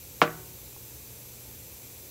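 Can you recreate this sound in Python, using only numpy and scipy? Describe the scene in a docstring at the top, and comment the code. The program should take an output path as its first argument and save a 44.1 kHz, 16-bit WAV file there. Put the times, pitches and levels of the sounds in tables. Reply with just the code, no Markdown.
"""In a low basement workshop, compressed air hisses steadily into a bicycle tire while a motor hums.
The hiss is colored noise with faint whistles; the background is low noise and wavering tones.
The bead snaps onto the rim with one sharp pop: damped sines for the casing, the ringing wheel and
spokes, then fading noise and two echoes for the room. Half a second later the rubber ticks faintly."""
import sys
import numpy as np
from scipy import signal
from scipy.fft import rfft, irfft
from scipy.io import wavfile

SR = 44100
rng = np.random.default_rng(int(sys.argv[2]) if len(sys.argv) > 2 else 0)


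def transcribe(signal):
    """Save signal, clipped to [-1, 1], as a 16-bit WAV file at the path in sys.argv[1]."""
    frames = np.atleast_2d(signal).T
    limited = np.clip(frames, -1, 1)
    pcm = np.round(limited * 32767).astype(np.int16)
    wavfile.write(sys.argv[1], SR, pcm)


N = 92610   # length in samples, 2.1 s
TIME = np.arange(N) / SR


def from_db(db):
    """Turn decibels into a gain."""
    return 10 ** (np.asarray(db) / 20)


def rms_one(x):
    """Scale a sound to an rms level of 1."""
    return x / np.sqrt(np.mean(x ** 2) + 1e-20)


def at_hz(points, hz):
    """Read a table of (frequency, value) between its points, on a log-frequency axis."""
    table_hz, values = np.transpose(points)
    return np.interp(np.log(np.maximum(hz, 1)), np.log(table_hz), values)


def butter(x, hz, kind, order=2):
    """Butterworth filter, which passes or cuts a range of pitches smoothly."""
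    safe_hz = np.clip(hz, 10, SR / 2 - 1000)
    sections = signal.butter(order, safe_hz, kind, fs=SR, output="sos")
    return signal.sosfilt(sections, x + 1e-18)


def noise(spectrum):
    """Steady noise of a given color, rms 1: white noise reshaped frequency by frequency."""
    hz = np.arange(N // 2 + 1) * SR / N
    white = rfft(rng.standard_normal(N))
    return rms_one(irfft(white * from_db(at_hz(spectrum, hz)), N))


def resonant_noise(hz, width):
    """White noise through one resonance, rms 1; a narrower width in Hz sounds more like a tone."""
    radius = np.exp(-np.pi * width / SR)
    feedback = [1, -2 * radius * np.cos(2 * np.pi * hz / SR), radius ** 2]
    return rms_one(signal.lfilter([1, 0, -1], feedback, rng.standard_normal(N)))


def since(s):
    """Seconds since a moment, zero before it."""
    return np.maximum(TIME - s, 0)


def struck(modes, s):
    """Damped sines set off together, as in a struck body, with alternating signs."""
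    t = since(s)
    out = 0
    for k, (hz, db, t60) in enumerate(modes):
        fading = from_db(db - 60 * t / t60)
        out = out + (-1) ** k * fading * np.sin(2 * np.pi * hz * t)
    return out


# Color of the air rushing through valve and hose.
# Each row: frequency in Hz, relative level in dB per Hz.
JET_COLOR = [(1000, -16), (1750, -11.5), (2400, -4), (3050, -8), (3600, -5), (4900, -6), (6800, -3),
             (8300, -4), (9500, -5.5), (11000, -2), (11900, -3), (13500, 0.5), (15700, -1)]
# Faint whistling resonances of the valve.
# Each row: frequency in Hz, width in Hz, level in dB.
VALVE_WHISTLES = [(2590, 170, -82.5), (6080, 150, -62.5), (7350, 130, -68), (7610, 110, -62.5),
                  (11700, 160, -61), (12200, 110, -60), (12630, 110, -66), (12700, 120, -60.5)]
HISS_DB = -46
SIDE_DB = -42   # left-right difference noise relative to the hiss, before its low part is removed
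# nearby surfaces: how many, the longest delay, the level of each relative to the jet
SURFACE_COUNT, SURFACE_DELAY_S, SURFACE_DB = 10, .016, -16


def air_hiss():
    """A bright jet combed by nearby surfaces, with whistles;
    a very faint separate treble noise differs between left and right."""
    jet = noise(JET_COLOR)
    delays_s = rng.uniform(.1, 1, SURFACE_COUNT) * SURFACE_DELAY_S
    lags = (delays_s * SR).astype(int)
    bounced = sum(np.roll(jet, lag) for lag in lags)
    jet = rms_one(jet + from_db(SURFACE_DB) * bounced)
    whistles = sum(from_db(db) * resonant_noise(hz, width) for hz, width, db in VALVE_WHISTLES)
    mid = from_db(HISS_DB) * jet + whistles
    # separate noise, added on the left and subtracted on the right
    side = from_db(HISS_DB + SIDE_DB) * butter(noise(JET_COLOR), 5200, "high", order=8)
    return np.array([mid + side, mid - side])


# Color of the workshop's rumble.
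# Each row: frequency in Hz, relative level in dB per Hz.
RUMBLE_COLOR = [(22, -42), (38, -14), (58, 1), (85, 1), (130, -5.5), (180, -7), (270, -9), (340, -7.5),
                (520, -8), (640, -16), (1000, -19.5), (1600, -26.5), (3000, -36)]
# The motor's hum.
# Each row: frequency in Hz, level of its steady part in dB.
MOTOR_HUM = [(59.8, -66), (120, -56.5), (883, -74.5)]
RUMBLE_DB = -53
HUM_WAVER, HUM_WAVER_HZ = 0.58, 4.5   # unsteady part as a share of the steady one, and its width


def workshop():
    """Low noise for the rumble; sines plus narrow noise at the same pitches make the hum waver."""
    out = from_db(RUMBLE_DB) * noise(RUMBLE_COLOR)
    for hz, db in MOTOR_HUM:
        steady = np.sqrt(2) * np.sin(2 * np.pi * (hz * TIME + rng.random()))   # rms 1
        waver = HUM_WAVER * resonant_noise(hz, HUM_WAVER_HZ)
        out = out + from_db(db) * (steady + waver)
    return out


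# Heavily damped modes of casing and rim.
# Each row: frequency in Hz, level in dB within the pop, time to fall by 60 dB in seconds.
CASING_MODES = [(275, -17.5, 0.075), (712, -10, 0.038), (1084, -2.5, 0.037), (1394, -6, 0.018),
                (1740, -8, 0.015), (2300, -5.5, 0.013), (3150, -5, 0.0047), (4830, -6, 0.0013)]
POP_S = .2165   # the moment the bead snaps into its seat
CONTACT_HZ = 5600   # the rubber softens the snap above this
# bright edge of the snap: level within the pop, time to fall by 60 dB, lower limit
SNAP_DB, SNAP_T60_S, SNAP_LOW_HZ = -32, .04, 5500


def casing_crack():
    """Casing and rim jump into short damped vibration, with a bright edge of fading noise."""
    bright = butter(rng.standard_normal(N), SNAP_LOW_HZ, "high")
    fading = from_db(SNAP_DB - 60 * since(POP_S) / SNAP_T60_S)
    edge = bright * (TIME > POP_S) * fading
    return butter(struck(CASING_MODES, POP_S), CONTACT_HZ, "low") + edge


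# Ringing of the wheel, mostly the air ring in the tire at multiples of about 158 Hz.
# Each row: frequency in Hz, level in dB within the pop, time to fall by 60 dB in seconds.
WHEEL_MODES = [(159.5, -29, .64), (308, -29, .38), (348, -22.5, .19), (473, -18, .23), (608, -18, .19),
               (818, -20, .12), (985, -17, .11), (1078, -17, .11), (1138, -27, .3), (1172, -22, .21),
               (1288, -27, .21), (1362, -20, .12), (1482, -25, .22), (1710, -25, .15)]
# The spokes sing on faintly.
# Each row: frequency in Hz, level in dB within the pop, time to fall by 60 dB in seconds.
SPOKE_MODES = [(364, -42, .9), (372, -38, 0.98), (399, -46.5, 1.0), (743, -39, 0.69), (920, -46.5, 1),
               (1070, -48, 0.95), (1325, -40, 0.48), (1502, -38.5, 0.58), (1940, -37.5, 0.37)]


def wheel_ring():
    """The snap sets off the air ring in the tire and the spokes, which ring on as damped sines."""
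    return struck(WHEEL_MODES, POP_S) + struck(SPOKE_MODES, POP_S)


# Color of the snap scattered by nearby things.
# Each row: frequency in Hz, relative level in dB per Hz.
SCATTER_COLOR = [(90, -30), (180, -4), (280, -5), (420, -12), (620, 2.5), (860, -6), (1120, -6), (1400, -1),
                 (1800, -6.5), (2300, -8), (3100, -12), (4200, -19), (7000, -26), (15000, -45.5)]
SCATTER_DELAY_S, SCATTER_RISE_S = 0.00057, 0.0015   # start after the snap, time constant of the rise


def reflections(t60s):
    """Dense reflections of the snap as noise, each half octave dying at its own rate."""
    t = since(POP_S + SCATTER_DELAY_S)
    sources = noise(SCATTER_COLOR), noise(SCATTER_COLOR)   # neighboring bands take turns
    edges = 70 * 2 ** (np.arange(17) / 2)
    out = 0
    for k, (low, high) in enumerate(zip(edges, edges[1:])):
        band = butter(sources[k % 2], [low, high], "band")
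        t60 = at_hz(t60s, np.sqrt(low * high))
        out = out + band * from_db(-60 * t / t60)
    return out * (1 - np.exp(-t / SCATTER_RISE_S))


# How long the scattered snap lasts.
# Each row: frequency in Hz, time to fall by 60 dB in seconds.
SCATTER_DECAY = [(200, .13), (1000, 0.072), (3000, 0.11), (12000, 0.085)]
# How long the room's tail lasts.
# Each row: frequency in Hz, time to fall by 60 dB in seconds.
TAIL_DECAY = [(150, 0.48), (500, 0.39), (1400, 0.43), (3000, 0.28), (10000, 0.077)]
# Distinct wall echoes of the crack.
# Each row: delay in seconds, level in dB relative to the crack, lowest and highest frequency in Hz.
WALL_ECHOES = [(0.0211, -14, 300, 1300), (0.06, -19.5, 1400, 2820)]
SCATTER_DB, TAIL_DB = -10.5, -27   # within the pop


def room_answer(crack):
    """Short scattering, a longer tail, and delayed copies of the crack narrowed to a band."""
    out = from_db(SCATTER_DB) * reflections(SCATTER_DECAY)
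    out = out + from_db(TAIL_DB) * reflections(TAIL_DECAY)
    for delay, db, low, high in WALL_ECHOES:
        delayed = np.interp(TIME - delay, TIME, crack)
        out = out + from_db(db) * butter(delayed, [low, high], "band")
    return out


POP_DB = -4.5   # level of the whole pop
POP_LOW_HZ = 126   # the narrow tire radiates little below this


def bead_pop():
    """The crack of the casing, the ring of wheel and spokes, and the room's answer."""
    crack = casing_crack()
    pop = crack + wheel_ring() + room_answer(crack)
    return from_db(POP_DB) * butter(pop, POP_LOW_HZ, "high", order=4)


# The dull thud and tick of the rubber.
# Each row: frequency in Hz, level in dB within the tick, time to fall by 60 dB in seconds.
TICK_MODES = [(72, -2, 0.059), (820, 0, 0.019), (1060, -1.5, .02)]
TICK_S, TICK_DB = .763, -44.5   # moment, level of the whole tick


def rubber_tick():
    """A small dull slip of the bead, made of short damped sines."""
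    return from_db(TICK_DB) * struck(TICK_MODES, TICK_S)


def scene():
    """Everything in the middle but for a very faint left-right difference in the treble noise."""
    return air_hiss() + workshop() + bead_pop() + rubber_tick()


CUTOFF_HZ = 15760


def record(dry):
    """Cut the top steeply with an elliptic low-pass filter."""
    sections = signal.ellip(14, .1, 70, CUTOFF_HZ, fs=SR, output="sos")   # ripple, rejection in dB
    return signal.sosfilt(sections, dry)


dry = scene()
out = record(dry)
transcribe(out)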